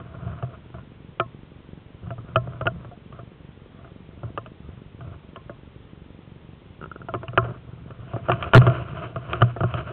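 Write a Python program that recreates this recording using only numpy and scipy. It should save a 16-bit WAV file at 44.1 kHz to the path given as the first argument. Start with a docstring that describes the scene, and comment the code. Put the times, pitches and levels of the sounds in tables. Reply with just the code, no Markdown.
"""Knocks ring a small camera clamped to a rifle as it is aimed up into a tree, held still, then swung down.
Each knock travels through the mount, rings the camera's case and rocks the whole camera. A tight joint
creaks, hands and a sleeve scrape along the stock, and loose fittings tap. Underneath, the electronics
hiss and tick. It all sounds dull, as the camera keeps no high treble, and the hardest jolt overloads it."""
import sys
import numpy as np
from scipy import signal
from scipy.fft import rfft, irfft
from scipy.io import wavfile
from scipy.ndimage import uniform_filter1d

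SR = 44100
rng = np.random.default_rng(int(sys.argv[2]) if len(sys.argv) > 2 else 0)


def to_wav(s):
    """Save 16-bit WAV."""
    ch = np.atleast_2d(s).T  # columns
    pcm = np.round(np.clip(ch, -1, 1) * 32767)  # PCM
    wavfile.write(sys.argv[1], SR, pcm.astype(np.int16))


N = 437472
TIME = np.arange(N) / SR
RING_SAMPLES = 20000

# knocks on rifle and mount: t/s, strength/dB, hardness (treble tilt)/dB, rocking relative to strength/dB
KNOCKS = [(0.425, -26, -3.5, 4.5), (0.742, -35.5, -4, -1), (1.198, -11, 4, -19.5), (2.105, -28.5, -1.5, 0),
          (2.18, -37.5, -5, 7.5), (2.358, -7, 2.5, -11.5), (2.473, -36.5, -16, 4.5), (2.61, -21.5, -4, -5),
          (2.656, -24.5, -3.5, 3), (2.668, -11, 5.5, -17), (2.913, -46, -16, -3), (3.124, -37.5, 1, -3),
          (4.232, -33.5, -11, 3.5), (4.375, -19.5, 0.5, -15.5), (4.46, -33, 3.5, -16), (5.007, -36, -1, -6),
          (5.359, -30.5, 4.5, -18), (5.495, -30.5, -9, -9), (7.085, -26.5, -4.5, -11),
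          (7.138, -19, -1, -13), (7.148, -23, -2.5, -7), (7.231, -29.5, -5, -13), (7.281, -30, 11.5, 2),
          (7.332, -34.5, -9.5, -4.5), (7.375, -5.5, 3, -14.5), (7.444, -33.5, 0.5, -2.5),
          (7.906, -35, 0.5, -7.5), (8.134, -28, -7, 5), (8.162, -31, -20, -0.5), (8.285, -17.5, -7.5, -5.5),
          (8.296, -12, -4.5, -28), (8.317, -12.5, 7, -11), (8.425, -19.5, 9, -18), (8.44, -26, 7.5, -19),
          (8.534, -5, 4.5, -19), (8.546, 0, 1, -1.5), (8.562, -16, 3.5, 9.5), (8.616, -17, 0, 3),
          (8.666, -12, -2.5, -0.5), (8.674, -16.5, -4, -22.5), (8.698, -23, 3, 7),
          (9.159, -22.5, -1.5, -3.5), (9.331, -15.5, 7, -18), (9.409, -25.5, 3, 4), (9.418, -7.5, 2, -3.5),
          (9.563, -30, -13, -12), (9.605, -20, -4.5, 1), (9.634, -18, -6, 3.5), (9.739, -20.5, 6, -1)]
# slips of a tight joint under slow pressure: t/s, relative level/dB
JOINT_SLIPS = [(6.812, -36.5), (6.825, -37), (6.8385, -33), (6.857, -37.5), (6.913, -34), (6.958, -37.5),
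               (7.015, -38.5)]
# short shifts of the hands: middle t/s, half length/s, scrape level/dB, rumble level/dB
GRIP_SHIFTS = [(0.25, 0.33, -46, -41), (0.282, 0.048, -51, -30.5), (0.78, 0.04, -49.5, -39),
               (2.07, 0.046, -48, -35.5), (2.45, 0.19, -48, -36), (2.759, 0.099, -46.5, -35.5),
               (3.164, 0.037, -48.5, -50), (3.815, 0.094, -52.5, -68), (4.243, 0.13, -58, -41),
               (4.702, 0.086, -54.5, -41.5), (5.083, 0.087, -51.5, -37.5), (7.171, 0.2, -52.5, -45.5),
               (7.46, 0.076, -35.5, -31.5), (7.854, 0.24, -54.5, -43.5)]
# loudness of the sliding sleeve as the rifle swings down: t/s, relative level/dB
SLEEVE_LEVELS = [(8.0, -57), (8.25, -49), (8.3, -40.5), (8.46, -38), (8.51, -45.5), (8.6, -31.5),
                 (8.75, -34), (8.84, -43.5), (9.03, -38), (9.11, -50.5), (9.23, -51.5), (9.3, -40.0),
                 (9.47, -41.0), (9.55, -56), (9.79, -36.5), (9.84, -46), (9.92, -39.5)]

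# A mode is one tone that a part rings with. All five tables: f/Hz, time to fade 60 dB/s, relative level/dB
ROCKING_MODES = [(121.4, 0.25, 2), (96.7, .08, -3), (64.3, 0.13, -17), (181.6, 0.13, -6)]  # the whole camera rocking on its mount
BODY_MODES = [(256, 0.012, -12), (357.8, 0.062, -3), (414, 0.034, -3.5), (575.6, 0.035, -1.5),
              (662.4, 0.09, -4), (668.6, 0.079, 0)]  # its hollow body
CASE_MODES = [(1035, 0.13, -19.5), (1076, 0.15, -15), (1234, 0.025, 3.5), (1295, 0.072, -6.5),
              (1366, 0.032, 1), (1760, 0.064, -20)]  # its case
CLICK_MODES = [(1930, 0.0065, -14.5), (2520, 0.017, -6), (2930, 0.009, 1), (3060, 0.017, -7.5),
               (3520, 0.0036, -20)]  # the bright edge of a knock
JOINT_MODES = [(160, .07, -6), (380, .03, -4), (560, .02, -7), (950, .015, -10), (1290, .034, -1),
               (1410, .032, 0), (1600, .015, -9), (2800, .012, -16)]  # the creaking joint

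# A colour says how strong a noise is from low to high. All three tables: f/Hz, relative level/dB
SCRAPE_COLOUR = [(130, -36), (230, -16), (340, 2), (470, -4), (560, -3.5), (680, 5.5), (810, -17.5),
                 (1000, -4.5), (1380, -1), (1900, -20.5), (2550, -16), (3050, -16), (3500, -29.5),
                 (4300, -17)]  # rubbing on the stock
RUMBLE_COLOUR = [(25, -31), (50, -16.5), (75, 3.5), (105, -3), (122, 7.5), (145, -2.5), (175, -1),
                 (230, -28.5), (400, -49)]  # the shaking mount
HISS_COLOUR = [(25, -18.5), (60, -2.5), (110, -1.5), (160, -3), (260, -10), (480, -13.5), (700, -21),
               (1100, -20.5), (1700, -25.5), (3300, -26.5), (3700, -28.5), (4300, -33.5)]  # the electronics


def undb(db):
    """Turn decibels into a factor to multiply by."""
    return 10 ** (np.asarray(db) / 20)


def unit(x):
    """Scale x to an average (rms) level of 1."""
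    return x / np.sqrt(np.mean(x ** 2))


def add(out, start_s, x):
    """Mix x into out, starting at start_s."""
    i = max(int(start_s * SR), 0)
    out[i:i + len(x)] += x[:len(out) - i]


def band(x, kind, hz, order):
    """Keep the "low", "high" or middle ("band") part of x; a higher order cuts more steeply."""
    return signal.sosfilt(signal.butter(order, hz, kind, fs=SR, output="sos"), x)


def colour(x, points):
    """Give x a colour from a table; the result has an average level of 1."""
    hz, db = np.transpose(points)
    log_hz = np.log(np.fft.rfftfreq(N, 1 / SR) + 1)
    log_gain = np.log(undb(np.interp(log_hz, np.log(hz), db)))
    # fold the filter so that it rings only after a click, never before
    cepstrum = irfft(log_gain, N)
    cepstrum[1:N // 2] *= 2
    cepstrum[N // 2 + 1:] = 0
    return unit(irfft(rfft(x) * np.exp(rfft(cepstrum)), N))


def wander(steps_per_s):
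    """A smooth random drift with a typical size of 1."""
    hold = int(SR / steps_per_s)
    steps = np.repeat(rng.standard_normal(N // hold + 1), hold)
    return unit(uniform_filter1d(uniform_filter1d(steps, hold), hold)[:N])


def contact(length_s, chatter):
    """The push of a hard first touch, followed by a dying chatter of tiny bounces."""
    t = np.arange(RING_SAMPLES) / SR
    fade = np.exp(-(t / length_s) ** 2)
    push = chatter * rng.standard_normal(RING_SAMPLES) * fade / np.sqrt(length_s * SR)
    push[0] += 1
    return push


def ring(push, modes, detune):
    """A push rings a part's tones, tuned a little differently each time; the loudest 6 ms have level 1."""
    t = np.arange(RING_SAMPLES) / SR
    tones = 0
    for k, (hz, fade_s, db) in enumerate(modes):
        pitch_hz = hz * (1 + detune * rng.standard_normal())
        fade = np.exp(-np.log(1000) * t / fade_s)
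        tones += (-1) ** k * undb(db) * fade * np.sin(2 * np.pi * pitch_hz * t)
    ringing = signal.fftconvolve(push, tones)[:RING_SAMPLES]
    return ringing / np.sqrt(uniform_filter1d(ringing ** 2, size=265).max())


def electronics(first_tick_s=.0164, period_s=.04286):
    """Steady hiss, and a dull tick each time the camera draws current to store data."""
    ticks = np.zeros(N)
    count = int((TIME[-1] - first_tick_s) / period_s)
    t = np.arange(int(period_s * SR)) / SR
    for k in range(count):
        level_luck, dip_luck, delay_luck = rng.standard_normal(3)
        # every fourth tick is faint; the pattern slips by one halfway through
        faint = (k + (k > count // 2)) % 4 == 2
        level_db = -31.5 - 8.7 * faint + level_luck
        # the power supply dips sharply, then bounces back more slowly
        dip = undb(2 * dip_luck) * np.exp(-((t - .002) / .00078) ** 2)
        rebound = .86 * np.exp(-((t - .0046 - .0012 * delay_luck) / .0017) ** 2)
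        add(ticks, first_tick_s + k * period_s, (rebound - dip) * undb(level_db))
    hiss = undb(-48.5) * colour(rng.standard_normal(N), HISS_COLOUR)
    return band(ticks, "high", hz=70, order=1) + hiss


def friction(scrape_gain, rumble_gain, catches_per_s, spread_db, patchy_db):
    """Cloth and skin catch and let go in many tiny clicks; the uneven drag shakes the mount."""
    catches = (rng.random(N) < catches_per_s / SR) * rng.standard_normal(N)
    size_db = spread_db * np.minimum(rng.exponential(size=N), 4) + patchy_db * wander(35)
    scrape = colour(catches * undb(size_db), SCRAPE_COLOUR)
    # the touching point moves about, feeding now the hollow tones, now the bright ones
    hollow = band(scrape, "low", hz=950, order=2)
    bright = scrape - hollow
    scrape = hollow * undb(3 * wander(28)) + bright * undb(2.2 * wander(40))
    rumble = colour(rng.standard_normal(N), RUMBLE_COLOUR)
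    return scrape * scrape_gain + rumble * rumble_gain


def hand_rubs():
    """The hands settle with brief rubs; skin is softer than cloth, so they sound duller."""
    scrape_gain, rumble_gain = np.full(N, 1e-6), np.full(N, 1e-6)
    for middle_s, half_s, scrape_db, rumble_db in GRIP_SHIFTS:
        swell = np.exp(-((TIME - middle_s) / half_s) ** 2)
        scrape_gain += swell * undb(scrape_db)
        rumble_gain += swell * undb(rumble_db)
    rub = friction(scrape_gain, rumble_gain, catches_per_s=2500, spread_db=2.6, patchy_db=2.5)
    return band(rub, "low", hz=2300, order=2)


def fitting_taps(taps_per_shift=2):
    """Each shift of the hands jiggles faint taps out of loose fittings, louder for a firmer rub."""
    out = np.zeros(N)
    for middle_s, half_s, scrape_db, _ in GRIP_SHIFTS:
        times_s = middle_s + half_s * rng.uniform(-1.2, 1, taps_per_shift)
        strengths_db = scrape_db + 5.5 + 2.5 * rng.standard_normal(taps_per_shift)
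        for start_s, strength_db in zip(times_s, strengths_db):
            add(out, start_s, strike(strength_db, hardness_db=-3, rocking_db=-3.5))
    return out


def joint_creak():
    """The joint sticks and lets go, quickly at first and then in single slips."""
    out = np.zeros(N)
    for start_s, db in JOINT_SLIPS:
        slip = ring(contact(length_s=.003, chatter=.6), JOINT_MODES, detune=.008)
        add(out, start_s, undb(db + 2.5) * slip)
    return out


def sleeve_slide():
    """The sleeve drags along the stock and shakes the mount; the weave of the cloth adds a rasp."""
    slide_db = np.interp(TIME, *np.transpose(SLEEVE_LEVELS), left=-120) + 4
    rumble_db = -11 + .65 * slide_db
    slide = friction(undb(slide_db), undb(rumble_db), catches_per_s=9000, spread_db=3.5, patchy_db=1)
    rasp = band(slide, "band", hz=[1980, 3400], order=1)
    return slide + undb(-6) * rasp


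def strike(strength_db, hardness_db, rocking_db):
    """One blow clicks, rings the case and body, and rocks the whole camera on its mount."""
    click = ring(contact(length_s=.005, chatter=.48), CLICK_MODES, detune=.036)
    case = ring(contact(length_s=.0064, chatter=1.72), CASE_MODES, detune=.017)
    body = ring(contact(length_s=.011, chatter=.85), BODY_MODES, detune=.027)
    soft_push = np.hanning(int(.0051 * SR))
    thump = ring(soft_push, ROCKING_MODES, detune=.024)
    # a harder blow gives more bright click and less hollow body
    click *= undb(-17.5 + 1.14 * hardness_db)
    body *= undb(-7.5 - .66 * hardness_db)
    return undb(strength_db) * (click + undb(-6) * case + body + undb(rocking_db) * thump)


def knocks():
    """Hands and fittings knock against the rifle and the mount."""
    out = np.zeros(N)
    for start_s, strength_db, hardness_db, rocking_db in KNOCKS:
        add(out, start_s, strike(strength_db, hardness_db, rocking_db))
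    return out


def scene():
    """The handling reaches one dull microphone through the camera's body; the electronics add noise."""
    handling = knocks() + joint_creak() + hand_rubs() + sleeve_slide() + fitting_taps()
    heard = band(handling, "low", hz=3570, order=7)
    return (heard + electronics())[None]


def steep_cut(x, top_hz):
    """Remove nearly everything above top_hz."""
    return signal.sosfilt(signal.ellip(8, .2, 70, top_hz, fs=SR, output="sos"), x)


def record(dry):
    """The camera flattens loud peaks, drops out on the deepest ones and keeps only the range of speech."""
    limit = .68
    flattened = band(np.clip(dry, -limit, limit), "low", hz=3720, order=12)
    # the sound breaks up raggedly while the wave stays far below the lower limit
    overloaded = uniform_filter1d(dry, size=50, axis=-1) < -1.18 * limit
    dropout = overloaded * np.clip(.6 + wander(3200), 0, 1)
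    narrow = steep_cut(flattened * (1 - dropout), top_hz=4280)
    # overshoots at the edges of the dropouts are flattened again, making thin bright spikes
    return steep_cut(np.clip(narrow, -.75, .75), top_hz=16000)


dry = scene()
out = record(dry)
to_wav(out)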